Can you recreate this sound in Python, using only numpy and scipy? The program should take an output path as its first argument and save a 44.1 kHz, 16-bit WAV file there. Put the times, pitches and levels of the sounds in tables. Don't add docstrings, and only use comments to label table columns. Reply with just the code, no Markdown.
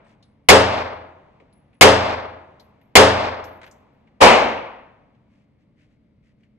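import sys
import numpy as np
from scipy import signal
from scipy.fft import rfft, irfft, next_fast_len
from scipy.io import wavfile

SR = 44100
rng = np.random.default_rng(int(sys.argv[2]) if len(sys.argv) > 2 else 0)


def file_out(sig):
    cols = np.atleast_2d(sig).T
    lim = np.clip(cols, -1, 1)
    pcm = np.round(lim * 32767).astype(np.int16)
    wavfile.write(sys.argv[1], SR, pcm)


N = 290178

# start in seconds, level of the booth and range sound in dB,
# level of the crack in dB.
NEAR_SHOTS = [(.4875, -.3, -.5), (1.8105, 0, 0), (2.9545, 0, 0)]
# start in seconds (the first lies before the beginning), level in dB.
DISTANT_SHOTS = [(-.76, 2), (4.203, 0)]
# frequency in Hz, relative level in dB per Hz.
CRACK_TONE = [(15, -12), (35, -2), (120, -7), (450, 0), (850, 0), (1850, -8), (2100, 4), (2400, -4),
              (2950, -2), (3500, -8), (4900, -6), (5800, -14), (6700, -11), (15000, -28)]
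# frequency in Hz, relative level in dB per Hz,
# time to fall by 60 dB in seconds.
BOOTH_ECHO = [(30, -21, .55), (90, -10, .6), (150, -12, .55), (300, -8, .48), (480, .5, .5),
              (750, -1.5, .62), (1400, -7, .6), (2300, -12, .58), (3100, -11.5, .53), (4200, -16, .47),
              (5100, -13.5, .44), (5900, -20, .41), (9000, -24, .32), (15000, -37, .19)]
# frequency in Hz, relative level in dB per Hz,
# time to fall by 60 dB in seconds.
RANGE_ECHO = [(40, -23, 1.1), (90, -10, 1), (145, -18, .9), (210, -9, .85), (350, -8, .87), (620, 1, .85),
              (1000, -3, .85), (1700, -11, .82), (2200, -11.5, .7), (2900, -17.5, .68), (5000, -23, .51),
              (6200, -35, .45), (8000, -43, .38), (12000, -64, .25)]
# frequency in Hz, relative level in dB per Hz,
# time to fall by 60 dB in seconds.
LANE_ECHO = [(30, -22, .65), (75, -11, .8), (140, -17, .68), (220, -7, .85), (330, -7.5, .78), (540, 1, .8),
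             (950, -.5, .8), (1600, -11, .83), (2500, -7.5, .73), (3600, -16.5, .66), (5200, -19.5, .55),
             (9000, -30, .37), (15000, -42, .21)]
# frequency in Hz, level in dB,
# time to fall by 60 dB in seconds.
RINGING_MODES = [(85.5, -19.5, 1), (111, -18, .8), (201, -16, .6), (281, -14, .6), (411, -3, .35),
                 (443, -2, .36), (533, -8, .5), (634, -15, .7), (695, -16, .7), (867, -17, .6),
                 (914, -19, .6), (1190, -18, .5), (1792, -19, .35), (2047, -14, .25), (2816, -16, .22)]
# frequency in Hz, likeness of the two sides from 0 to 1,
# lead of the left side in radians, level of left minus right in dB.
MICROPHONE_PORTS = [(100, .95, 0, .5), (300, .8, .1, 1), (650, .42, 0, 1.8), (1400, .25, -.9, 1),
                    (2200, .8, -.95, 3.3), (3500, .3, -1.4, 3), (5000, .6, -2.5, 1.5), (6500, .55, -.3, .7),
                    (10000, .65, -1.4, .5), (13000, .85, -3, .3)]
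# frequency in Hz, relative level in dB per Hz.
VENTILATION_TONE = [(20, -15), (55, -2), (145, 1), (172, -3), (212, 3), (255, -5), (298, -3), (340, -14),
                    (610, -15), (740, -25), (1750, -32), (2150, -26), (2500, -33), (5000, -43), (6200, -52),
                    (15000, -60)]
# start in seconds, level of the tick in dB, centre of the tick in Hz,
# level of the ring in dB, pitch of the ring in Hz.
CASE_LANDINGS = [(.045, -68, 3300, -77, 8200), (.226, -54, 4000, -77, 10150),
                 (1.526, -68, 4100, -64, 10180), (2.597, -51, 4200, -67, 11740),
                 (3.44, -47, 5300, -54, 11790), (3.7116, -52, 6400, -76, 11790)]
# start in seconds, level in dB, duration in seconds.
HAND_RUBS = [(.04, -65, .12), (5.27, -73, .2), (5.58, -78, .08), (5.755, -69, .13), (5.86, -76, .12),
             (6.22, -72, .12), (6.37, -77, .12)]
# start in seconds, level in dB.
CLICKS = [(1.4, -57), (1.7295, -62), (1.751, -65), (2.8133, -62), (4.0722, -61), (5.1482, -66),
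          (5.8092, -67), (6.4327, -63)]
# start in seconds, level in dB.
BENCH_TAPS = [(3.6148, -44), (3.631, -42), (3.641, -43), (3.6642, -46), (3.675, -48)]

T = np.arange(N) / SR
TAIL = T[:100000]


def gain_of(db):
    return 10 ** (np.asarray(db) / 20)


def evened(x):
    return x / np.sqrt(np.mean(x ** 2) + 1e-20)


def read(hz, points, values):
    return np.interp(np.log(hz + 1), np.log(np.asarray(points) + 1), values)


def add(mix, s, sound):
    at = round(s * SR)
    sound = sound[:, max(-at, 0):]
    part = mix[:, max(at, 0):][:, :sound.shape[1]]
    part += sound[:, :part.shape[1]]


def noise(count):
    return rng.standard_normal((2, count))


def rise(seconds):
    return 1 - np.exp(-(TAIL / seconds) ** 2)


def at_ports(pair, spectrum):
    count = pair.shape[1]
    hz = np.fft.rfftfreq(count, 1 / SR)
    a, b = rfft(pair)
    points, *columns = np.transpose(MICROPHONE_PORTS)
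    same, lead, side_db = (read(hz, points, column) for column in columns)
    same = np.clip(same, 0, 1)
    left = a * gain_of(side_db / 2)
    partly_shared = same * a + np.sqrt(1 - same ** 2) * b
    right = partly_shared * np.exp(-1j * lead) * gain_of(-side_db / 2)
    tone_points, tone_db = np.transpose(spectrum)[:2]
    colour = gain_of(read(hz, tone_points, tone_db))
    return evened(irfft(np.array([left, right]) * colour, count))


def reverberate(pair, table, start=0):
    points, _, t60 = np.transpose(table)
    hz, t, bands = signal.stft(at_ports(pair, table), SR, nperseg=512)
    fall_db = -60 * np.maximum(t - start, 0) / read(hz, points, t60)[:, None]
    _, echoes = signal.istft(bands * gain_of(fall_db), SR)
    return echoes[:, :len(TAIL)]


def lingering(level_db=-45, t60=3.4):
    colour = [(80, -10), (300, -4), (550, 1), (950, -1), (1500, -12), (2200, -12), (4000, -26), (10000, -48)]
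    fall = gain_of(level_db - 60 * TAIL / t60)
    return at_ports(noise(len(TAIL)), colour) * fall * rise(.1)


def clumped(count, depth_db=1.1, seconds=.014):
    knots = np.arange(0, count / SR + seconds, seconds)
    waver = np.interp(T[:count], knots, rng.standard_normal(len(knots)))
    return noise(count) * gain_of(depth_db * waver)


def resonance(centre_hz, width):
    hz = np.geomspace(100, 16000, num=80)
    detuning = (hz / centre_hz - centre_hz / hz) / width / 2
    level_db = -20 * np.log10(1 + detuning ** 2) - hz / 1800
    return np.transpose([hz, level_db])


def tap(centre_hz, width, t60, room_db=-20, room_t60=.42, soft=.0007):
    t = TAIL[:SR // 2]
    body = gain_of(-60 * t / t60)
    room = gain_of(room_db - 60 * t / room_t60)
    onset = 1 - np.exp(-t / soft)
    return (body + room) * onset * at_ports(noise(len(t)), resonance(centre_hz, width))


def ventilation(level_db=-59.3):
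    count = next_fast_len(N)
    return gain_of(level_db) * at_ports(noise(count), VENTILATION_TONE)[:, :N]


def other_lanes(level_db=-1.1, build=.015, start=.025):
    out = np.zeros((2, N))
    for s, db in DISTANT_SHOTS:
        boom = gain_of(level_db) * reverberate(noise(len(TAIL)), LANE_ECHO, start) * rise(build)
        add(out, s, gain_of(db) * (boom + lingering(level_db=-46, t60=2.6)))
    return out


def rubs(centre_hz=2100, width=.35, scrape_hz=4800, scrape_db=-11):
    out = np.zeros((2, N))
    for s, db, seconds in HAND_RUBS:
        count = round(seconds * SR)
        slips = at_ports(clumped(count, depth_db=2.3, seconds=.005), resonance(centre_hz, width))
        scrape = at_ports(clumped(count, depth_db=3.5, seconds=.002), resonance(scrape_hz, width=.5))
        swell = np.hanning(count) ** .5
        add(out, s, gain_of(db) * (slips + gain_of(scrape_db) * scrape) * swell)
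    return out


def knocks(thud_s=1.4, thud_db=-53):
    out = np.zeros((2, N))
    for s, db in BENCH_TAPS:
        add(out, s, gain_of(db) * tap(centre_hz=1750, width=.55, t60=.06))
    add(out, thud_s, gain_of(thud_db) * tap(centre_hz=450, width=.55, t60=.25))
    return out


def brass_ring(hz, t60=.33, split_hz=48, twin_db=-7, flutter_db=3.5):
    t = TAIL[:SR // 2]
    turn = rng.random((2, 1)) / 2
    main = np.sin(2 * np.pi * (hz * t + turn))
    twin = np.sin(2 * np.pi * ((hz + split_hz) * t - turn))
    knots = np.linspace(0, t[-1], num=45)
    tumble = np.interp(t, knots, rng.standard_normal(len(knots)))
    level = gain_of(flutter_db * tumble - 60 * t / t60)
    return (main + gain_of(twin_db) * twin) * level * rise(.002)[:len(t)]


def cases(bounce_s=.215, bounce_db=-11):
    out = np.zeros((2, N))
    for s, tick_db, tick_hz, ring_db, ring_hz in CASE_LANDINGS:
        add(out, s, gain_of(tick_db) * tap(tick_hz, width=.24, t60=.065))
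        add(out, s, gain_of(ring_db) * brass_ring(ring_hz))
        add(out, s + bounce_s, gain_of(ring_db + bounce_db) * brass_ring(ring_hz))
    return out


def pistol_clicks():
    out = np.zeros((2, N))
    for s, db in CLICKS:
        add(out, s, gain_of(db) * tap(centre_hz=2230, width=.3, t60=.075))
    return out


def stirred(paths, above_hz):
    hz = np.fft.rfftfreq(len(TAIL), 1 / SR)
    kept = 1 / np.sqrt(1 + (hz / above_hz) ** 2)
    fresh = np.sqrt(1 - kept ** 2) * rfft(noise(len(TAIL)))
    return irfft(kept * rfft(paths) + fresh, len(TAIL))


def ringing_modes(build=.027):
    turns = rng.random(len(RINGING_MODES))
    modes = 0
    for (hz, db, t60), turn in zip(RINGING_MODES, turns):
        modes = modes + gain_of(db - 60 * TAIL / t60) * np.sin(2 * np.pi * (hz * TAIL + turn))
    return rise(build) * modes


def crack(paths, hold=.025, level_db=2.2, shock_share=.5):
    t = TAIL[:paths.shape[1]]
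    shocks = np.sign(paths) * (np.abs(paths) > 2)
    hail = shock_share * evened(shocks) + (1 - shock_share) * paths
    return gain_of(level_db) * at_ports(hail, CRACK_TONE) * np.exp(-(t / hold) ** 4)


def pistol(booth_db=-.7, range_db=-21.7, return_s=.29, spread_s=.15, build=.011):
    out = np.zeros((2, N))
    near, far = clumped(len(TAIL), depth_db=1.0), clumped(len(TAIL))
    walls = noise(count=4096)
    modes = ringing_modes()
    roar = gain_of(range_db) * reverberate(far, RANGE_ECHO, return_s) * rise(spread_s)
    roar = roar + lingering()
    for s, db, crack_db in NEAR_SHOTS:
        booth = reverberate(stirred(near, above_hz=5500), BOOTH_ECHO)
        booth = gain_of(booth_db) * booth * rise(build)
        add(out, s, gain_of(db) * (booth + modes + roar))
        paths = evened(walls + .5 * noise(count=4096))
        add(out, s, gain_of(crack_db) * crack(paths))
    return out


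def scene():
    background = ventilation() + other_lanes()
    handling = rubs() + knocks() + cases() + pistol_clicks()
    return background + handling + pistol()


def record(dry, knee=9.0, edge_hz=15600):
    clipped = dry / (1 + np.abs(dry) ** knee) ** (1 / knee)
    lowpass = signal.firwin(255, edge_hz, window=("kaiser", 7), fs=SR)
    return signal.oaconvolve(clipped, lowpass[None], "same")


dry = scene()
out = record(dry)
file_out(out)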